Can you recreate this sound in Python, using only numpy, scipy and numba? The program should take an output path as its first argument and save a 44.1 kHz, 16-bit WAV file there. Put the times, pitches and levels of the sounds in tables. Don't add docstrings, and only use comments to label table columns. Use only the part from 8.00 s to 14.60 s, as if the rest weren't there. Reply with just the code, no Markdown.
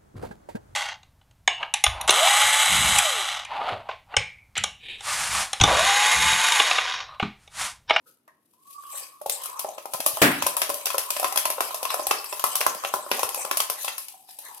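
import sys
import numpy as np
from scipy import signal
from scipy.fft import rfft, irfft
from scipy.io import wavfile
from scipy.ndimage import uniform_filter1d
from numba import njit

SR = 44100
rng = np.random.default_rng(int(sys.argv[2]) if len(sys.argv) > 2 else 0)


def to_wav(s):
    ch = np.atleast_2d(s).T
    pcm = np.round(np.clip(ch, -1, 1) * 32767)
    wavfile.write(sys.argv[1], SR, pcm.astype(np.int16))


N = 291060

# (time [s], centre [Hz], width [Hz])
MOUTH = [(.54, 960, 50), (.62, 1086, 44.5), (.75, 1147, 44.5), (.86, 1138, 61), (.95, 1114, 110),
         (1.2, 1127, 110), (1.6, 1019, 200), (6.02, 1057, 110), (6.12, 776, 106.5), (6.35, 735, 109),
         (6.41, 770, 160), (6.48, 980, 230), (6.6, 850, 230)]
# (frequency [Hz], density [dB per Hz])
CRACK_SPECTRUM = [(1000, -63), (2500, -3), (7500, -4.5), (10500, 6.5), (13500, 4), (16500, -16)]
# (frequency [Hz], t60 [s], relative level [dB])
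WALL_MODES = [(399, 0.03, -16), (600, 0.024, -1), (778, 0.02, -1.5)]


def undb(db):
    return 10 ** (np.asarray(db) / 20)


def unit(x):
    return x / np.sqrt(np.mean(x ** 2))


def along(table, hz):
    f, v = np.transpose(table)
    return np.interp(np.log(hz + 1), np.log(f + 1), v)


def colour(x, table, share=1):
    n = x.shape[-1]
    gain = undb(share * along(table, np.fft.rfftfreq(n, 1 / SR)))
    return irfft(rfft(x) * gain, n)


def bandpass(x, low_hz, high_hz):
    return signal.sosfilt(signal.butter(2, [low_hz, high_hz], "band", fs=SR, output="sos"), x)


@njit
def svf(x, hz, width):
    y, b, l = np.empty(len(x)), 0., 0.
    for i in range(len(x)):
        g, k = np.tan(np.pi * hz[i] / SR), width[i] / hz[i]
        v = (b + g * (x[i] - l)) / (1 + g * (g + k))
        b, l, y[i] = 2 * v - b, l + 2 * g * v, k * v
    return y


def fade(t, t60):
    return np.exp(-np.log(1000) * t / max(t60, .002))


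def walk(hold):
    steps = np.repeat(rng.standard_normal(N // hold + 1), hold)[:N]
    return unit(uniform_filter1d(steps, size=hold))


def add(out, s, sound):
    i = int(s * SR)
    out[..., i:i + sound.shape[-1]] += sound[..., :N - i]


def knocks():
    # (time [s], crack, wall, air, rim level [dB])
    blows = [(0.278, -52, -52.5, -55, -67), (0.536, -52, -78, -61.5, -94), (0.836, -50, -58, -56, -78),
             (1.2149, -30, -30, -49, -80), (1.261, -22, -27.5, -51, -57), (1.2963, -11, -34, -57, -33.5),
             (1.435, -21.5, -69, -65, -58), (1.4567, -20, -44, -38.5, -65), (1.5934, -15.5, -37, -35, -40),
             (1.6473, -49, -24.5, -48, -61), (1.685, -52, -31.5, -59, -62), (1.781, -34, -30, -36, -39.5),
             (1.8558, -28, -32.5, -35.5, -49.5), (1.9355, -13, -25.5, -29.5, -39.5),
             (1.944, -28, -32.5, -32, -48), (2.003, -16, -28, -74, -34), (2.0623, -3, -24.5, -23.5, -37),
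             (2.171, -22, -25.5, -30.5, -57), (2.4228, -14, -20.5, -24.5, -26),
             (2.4651, -8, -25.5, -24, -30.5), (2.5669, -10, -44, -27.5, -57), (2.573, -24, -40, -34.5, -42),
             (2.6175, -8.5, -19, -25.5, -20), (2.693, -20, -20, -34, -51), (2.6993, -14, -22, -26.5, -37),
             (2.742, -17.5, -29, -42, -44), (2.8565, -11, -32, -48, -31.5), (2.868, -16, -31, -49, -27),
             (2.9028, -20, -35, -31, -31), (2.9448, -30, -22.5, -19.5, -40), (2.9806, -9, -28, -47, -28),
             (3.104, -12, -31.5, -33.5, -34.5), (3.1649, -27, -35.5, -38, -30),
             (3.197, -14, -26.5, -43, -41), (3.229, -16.5, -24.5, -29, -40),
             (3.244, -14.5, -20.5, -17, -23.5), (3.324, -17.5, -26.5, -32.5, -35.5),
             (3.359, -12, -26, -26.5, -34), (3.3737, -5.5, -25.5, -30, -22.5),
             (3.454, -12.5, -22.5, -24, -27), (3.502, -12, -24, -27, -34.5), (3.5816, -37, -29, -33, -42),
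             (3.6061, -11.5, -19, -20.5, -28.5), (3.708, -31, -36, -33.5, -60),
             (3.7441, -15.5, -27, -37, -41.5), (3.829, -15.5, -32, -37, -39),
             (3.8526, -20, -27, -24.5, -30.5), (3.9036, -19.5, -42, -24.5, -30.5),
             (3.9423, -17.5, -21.5, -23, -43), (3.9954, -26, -24, -33.5, -40),
             (4.0684, -12.5, -22.5, -35, -49), (4.1104, -11.5, -15, -20.5, -19.5),
             (4.2426, -22.5, -51, -40.5, -41), (4.326, -25, -28, -35.5, -36.5),
             (4.3948, -19, -36, -30.5, -40.5), (4.44, -7.5, -21.5, -14.5, -30),
             (4.5544, -7, -25.5, -23.5, -35), (4.606, -11.5, -26, -41, -33), (4.612, -19, -25, -32, -23.5),
             (4.665, -10, -15, -16.5, -29), (4.7475, -23, -31.5, -58, -55), (4.837, -29, -32, -30, -40.5),
             (4.8482, -27, -25, -41.5, -29.5), (4.939, -13.5, -21, -17.5, -38), (5.064, -45, -35, -36, -67),
             (5.115, -17, -19, -28, -19.5), (5.193, -15, -24, -33, -29.5), (5.2312, -12, -22.5, -26, -32),
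             (5.29, -18, -32, -52, -40), (5.345, -14.5, -35, -35.5, -39), (5.449, -19, -26.5, -30.5, -37.5),
             (5.5124, -13.5, -23.5, -29.5, -27), (5.5711, -9, -31.5, -36.5, -36),
             (5.602, -9.5, -25, -28.5, -24.5), (5.699, -10.5, -25, -25.5, -33.5),
             (5.8448, -15.5, -38, -40, -51), (5.8805, -22, -31.5, -35, -29.5),
             (5.9805, -16, -45, -37, -40.5), (6.0827, -26, -71, -57, -55), (6.1404, -66, -73, -44.5, -77),
             (6.288, -53, -67, -45.5, -58), (6.3872, -23.5, -43, -46.5, -57)]
    # (frequency [Hz], t60 [s], relative level [dB])
    air_modes = [(1062, 0.036, 3), (1323, 0.015, -1)]
    # (frequency [Hz], t60 [s], relative level [dB])
    rim_modes = [(1720, 0.03, -19.5), (2628, 0.013, 0), (3270, 0.0026, -5)]
    # (frequency [Hz], t60 [s], relative level [dB])
    spoon_modes = [(5156, 0.03, -5)]
    crest_db = 11
    rise_median_ms, rise_spread = 3.1, .35
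    mode_spread_db, tilt_spread = 3.5, .25
    tick_t60_s = .014
    bounce_count, bounce_scale_ms, bounce_db = 3, 8, -10

    out, t = np.zeros((2, N)), np.arange(4096) / SR
    groups = [WALL_MODES, air_modes, rim_modes, spoon_modes]
    hz, t60, db = np.transpose(sum(groups, []))[:, :, None]
    air = slice(len(WALL_MODES), len(WALL_MODES) + len(air_modes))
    for s, crack_peak_db, wall_db, air_db, rim_db in blows:
        crack_db = crack_peak_db - crest_db
        spoon_db = (crack_db + rim_db) / 2 - 6.5
        rise = rise_median_ms * np.exp(rise_spread * rng.standard_normal()) * 1e-3
        rise *= np.clip(undb(-20 - max(wall_db, air_db)) / 2, .25, 1)
        build, after = np.minimum(t / rise, 1) ** 2, np.maximum(t - rise, 0)

        group_db = [wall_db, air_db, rim_db, spoon_db]
        blow_db = np.repeat(group_db, [len(g) for g in groups])[:, None]
        mouth_hz = np.interp(s, *np.transpose(MOUTH)[:2])
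        hz[air] = np.array(air_modes)[:, :1] * mouth_hz / air_modes[0][0]
        chance = rng.standard_normal((2, 3, len(hz), 1))
        chance[0, 1, air.stop:] *= .5
        chance[0, :2, air] *= 0.4
        tone = np.sin(2 * np.pi * hz * (1 + 0.045 * chance[0, 1]) * t + 1.54 * chance[:, 2])
        mode_gain = undb(blow_db + db + mode_spread_db * chance[:, 0])
        modes = mode_gain * np.exp(-np.log(1000) * after / t60) * tone

        noise = rng.standard_normal((4, 2, len(t)))
        tilt = 1 + tilt_spread * rng.standard_normal()
        crack = undb(crack_db) * unit(colour(noise[0], CRACK_SPECTRUM, tilt))
        crack += undb(rim_db - 2.5) * unit(bandpass(noise[1], 840, 3500))
        crack += undb(spoon_db) * unit(bandpass(noise[2], 4750, 6600))
        burst = fade(after, tick_t60_s) + undb(-9.0) * fade(after, 0.22)
        chatter = undb(1.64 * unit(uniform_filter1d(noise[3, 0], size=90)))
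        smear = undb(3 * unit(uniform_filter1d(noise[3, 1], size=160)))
        blow = build ** .5 * smear * modes.sum(axis=1) + build * chatter * burst * crack
        add(out, s - rise / 2, blow)
        for wait, size in rng.exponential(size=(bounce_count, 2)):
            bounce_gain = undb(bounce_db - 4 * size - 4 * wait)
            add(out, s + (.2 + wait) * bounce_scale_ms / 1000, bounce_gain * blow)
    return out


def drag():
    # (time [s], grit level [dB], air hum level [dB])
    pressure = [(0, -79.5, -76), (.3, -88, -94), (0.521, -77, -94), (0.549, -77, -71), (0.679, -58, -53),
                (0.781, -57, -45.5), (1.06, -51, -54.5), (1.19, -67, -59), (1.36, -46.5, -56),
                (1.6, -49, -43.5), (1.9, -56.5, -87), (2.2, -39.5, -64), (3.099, -48, -48),
                (4.6, -46, -52.5), (5.6, -48.5, -46.5), (5.93, -48, -73), (6.06, -53.5, -63),
                (6.13, -59, -77), (6.15, -59, -60), (6.25, -62, -67), (6.37, -61, -74), (6.45, -47, -52),
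                (6.6, -55, -57.5)]
    # (time of greatest change [s], grit relative to steady level,
    # negative for a lull [dB])
    sweeps = [(0.099, 19.5), (0.954, 11), (1.45, 2), (2.4, -0.5), (2.68, -8.5), (2.92, -1), (3.19, 8),
              (3.31, 5.5), (3.69, 5.5), (3.92, 8.5), (4.52, 7.5), (5.15, 10.5), (5.38, 12), (5.801, 6),
              (6.309, 12)]
    # [grit, rasp, hum, wall] [dB]
    slip_spread_db = (3, 2.5, 2, 4)
    sweep_in_s, sweep_out_s = 0.073, 0.12
    firm_db = -46
    rasp_db, rasp_slope = -50, 1.68
    wall_db, wall_slope = -57.5, 5.5
    hum_slope = 0.052
    lump_share = 1.1
    wander = .045

    t = np.arange(N) / SR
    s, steady_db, hum_db = np.transpose(pressure)
    sweep_db = sum(db * np.interp(t - at, [-sweep_in_s, 0, sweep_out_s], [0, 1, 0]) for at, db in sweeps)
    grit_db = np.interp(t, s, steady_db) + sweep_db
    light, firm = np.minimum(grit_db - firm_db, 0), np.maximum(grit_db - firm_db, 0)
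    rasp_level_db = rasp_db + rasp_slope * light + firm
    hum_level_db = np.interp(t, s, hum_db) + hum_slope * sweep_db
    wall_level_db = wall_db + wall_slope * light + firm

    grain_gain = undb(np.minimum(3 * rng.exponential(size=N), 20))
    grains = unit(rng.standard_normal((2, N)) * grain_gain)
    grit = colour(grains, CRACK_SPECTRUM)
    rasp = 0
    for hz in 1900 * 1.27 ** np.arange(7):
        band_gain = undb(5 * walk(1600)) * undb(light * (1900 / hz) ** 2)
        rasp = rasp + band_gain * bandpass(grains, hz / 1.13, hz * 1.13)
    at, centre_hz, width_hz = np.transpose(MOUTH)
    mouth, width = np.interp(t, at, centre_hz), np.interp(t, at, width_hz)
    mouth = mouth * (1 + wander * walk(2500) * undb(2 * light))
    hum = np.array([svf(svf(svf(g, mouth, width), mouth, 2 * width), mouth, 2 * width) for g in grains])
    wall = sum(undb(db) * bandpass(grains, hz - 70, hz + 70) for hz, _, db in WALL_MODES)

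    out = slaps(rasp_level_db)
    levels_db = (grit_db, rasp_level_db, hum_level_db, wall_level_db)
    for part, db, slip_db in zip((grit, rasp, hum, wall), levels_db, slip_spread_db):
        slips = walk(300)
        lumps = walk(1500)
        out = out + undb(db + slip_db * (slips + lump_share * lumps)) * unit(part)
    return out


def slaps(level_db):
    slaps_per_s, slap_db = 90, 11
    out, t = np.zeros((2, N)), np.arange(768) / SR
    for at, pitch, size, turn in rng.random((int(slaps_per_s * N / SR), 4)):
        hz = 450 * 7 ** pitch
        tone = np.sin(2 * np.pi * (hz * t + np.array([[0], [turn]])))
        tone = tone * np.minimum(t * hz, 1) * fade(t, 9 / hz + .003)
        gain = undb(level_db[int(at * N)] + slap_db + 4 * np.log(size + .01))
        add(out, at * N / SR, gain * tone)
    return out


def clunks():
    # (time [s], level [dB], rise [s], t60 [s], lower ring [Hz], upper ring [Hz])
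    settlings = [(0.057, -60.5, 0.014, 0.19, 492, 1370), (0.277, -52, 0.0018, 0.11, 1070, 1810)]
    out, t = np.zeros((2, N)), np.arange(16384) / SR
    for s, db, rise, t60, *rings_hz in settlings:
        ring = sum(unit(bandpass(rng.standard_normal((2, len(t))), .93 * hz, 1.07 * hz)) for hz in rings_hz)
        envelope = np.minimum(t / rise, 1) * fade(np.maximum(t - rise, 0), t60)
        add(out, s, undb(db) * ring * envelope)
    return out


def thuds():
    # (time [s], level [dB], frequency [Hz])
    pushes = [(1.261, -48, 121), (1.941, -37, 160), (1.997, -25.5, 270), (2.067, -57, 90),
              (2.131, -43, 120), (2.43, -36, 80), (2.698, -43, 90), (2.979, -51, 80), (3.374, -47, 101),
              (3.454, -51, 70), (3.605, -48, 91), (4.07, -50, 80), (4.111, -40, 160), (4.44, -55, 100),
              (4.555, -51, 90), (4.617, -40, 202), (4.665, -37, 110), (4.752, -37, 200), (4.821, -60, 131),
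              (4.94, -47, 150), (5.115, -47, 149), (5.235, -44, 81), (5.698, -49, 100)]
    t60_cycles = 6
    out, t = np.zeros((2, N)), np.arange(8192) / SR
    for s, db, hz in pushes:
        rough = unit(bandpass(rng.standard_normal((2, len(t))), hz / 2, hz * 2))
        push = np.sin(2 * np.pi * hz * t) + 0.45 * rough
        envelope = np.minimum(t * hz, 1) * fade(t, t60_cycles / hz)
        add(out, s, bandpass(undb(db) * push * envelope, hz / 3, hz * 4))
    return out


def thump():
    # (frequency [Hz], density [dB per Hz])
    spectrum = [(35, -70), (60, -46), (110, -7.5), (268, 1), (540, -1), (1110, -9), (1800, -5.5),
                (2710, -10), (5860, -18), (11500, -17), (16000, -20)]
    # (frequency [Hz], level [dB])
    worktop_modes = [(254, -23), (290, -21), (1705, -27)]
    start_s, noise_db, t60_s = 2.2165, -9.5, 0.47
    out, t = np.zeros((2, N)), np.arange(32768) / SR
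    noise = unit(colour(rng.standard_normal((2, len(t))), spectrum))
    low, middle = bandpass(noise, 30, 500), bandpass(noise, 500, 3500)
    treble = noise - low - middle
    sound = low * np.minimum(t / 0.0056, 1) * fade(t, t60_s)
    sound += (middle * fade(t, t60_s) + treble * fade(t, 0.55 * t60_s)) * np.minimum(t / 0.0015, 1)
    sound *= undb(noise_db)
    hz, db = np.transpose(worktop_modes)[:, :, None]
    modes = undb(db) * np.sin(2 * np.pi * (hz * t + rng.random((len(hz), 1))))
    sound[0] += modes.sum(axis=0) * np.minimum(t / 0.011, 1) * fade(t, t60_s)
    add(out, start_s, sound)
    return out


def kitchen(dry):
    # (frequency [Hz], t60 [s])
    octave_t60 = [(300, 0.44), (1000, 0.42), (2500, 0.4), (12000, 0.2)]
    echo_db, moves_per_s, places = -8.5, 5, 4
    t, tail = np.arange(24576) / SR, 0
    for hz in 125 * 2. ** np.arange(8):
        noise = rng.standard_normal((places, 2, len(t)))
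        octave = bandpass(noise, hz / 2 ** .5, min(hz * 2 ** .5, .49 * SR))
        tail = tail + octave * fade(t, along(octave_t60, hz))
    tail = tail * np.clip(t / 0.01, 0, 1)
    tail = tail / np.sqrt(np.sum(tail ** 2) / 2 / places)
    hold = int(SR / moves_per_s)
    steps = np.repeat(rng.standard_normal((places, N // hold + 1)), hold, axis=1)[:, :N]
    near = uniform_filter1d(steps, hold)
    near = near / np.sqrt(np.sum(near ** 2, axis=0))
    echoes = signal.oaconvolve((near * dry[0])[:, None], tail, axes=2)[..., :N]
    return undb(echo_db) * echoes.sum(axis=0)


def hush():
    # (frequency [Hz], density [dB per Hz])
    spectrum = [(24, -99), (40, -38), (96, -16), (320, -8), (491, -16.5), (1100, -25), (2200, -31),
                (13100, -45), (16000, -49)]
    return undb(-74.5) * unit(colour(rng.standard_normal((2, N)), spectrum))


def scene():
    # (frequency [Hz], gain [dB])
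    unlike_gain = [(60, -11), (150, -14), (350, -10), (700, -5), (1400, -1), (8000, 0)]
    # (frequency [Hz], gain [dB])
    left_over_right = [(100, -1.8), (400, 3), (1200, -1), (3000, 1), (8000, 5.5), (13000, 3)]
    mug_highpass = signal.butter(2, 268, "high", fs=SR, output="sos")
    mug = signal.sosfilt(mug_highpass, knocks() + clunks() + drag())
    shared, unlike = mug + kitchen(mug) + thuds() + thump() + hush()
    unlike = colour(unlike, unlike_gain)
    left = colour(shared + unlike, left_over_right, .5)
    right = colour(shared - unlike, left_over_right, -.5)
    return np.array([left, right])


def record(dry):
    top_hz, ceiling = 16000, .8
    rounded = ceiling * np.tanh(dry / ceiling)
    return signal.sosfilt(signal.ellip(8, .2, 70, top_hz, fs=SR, output="sos"), rounded)


dry = scene()
out = record(dry)
to_wav(out)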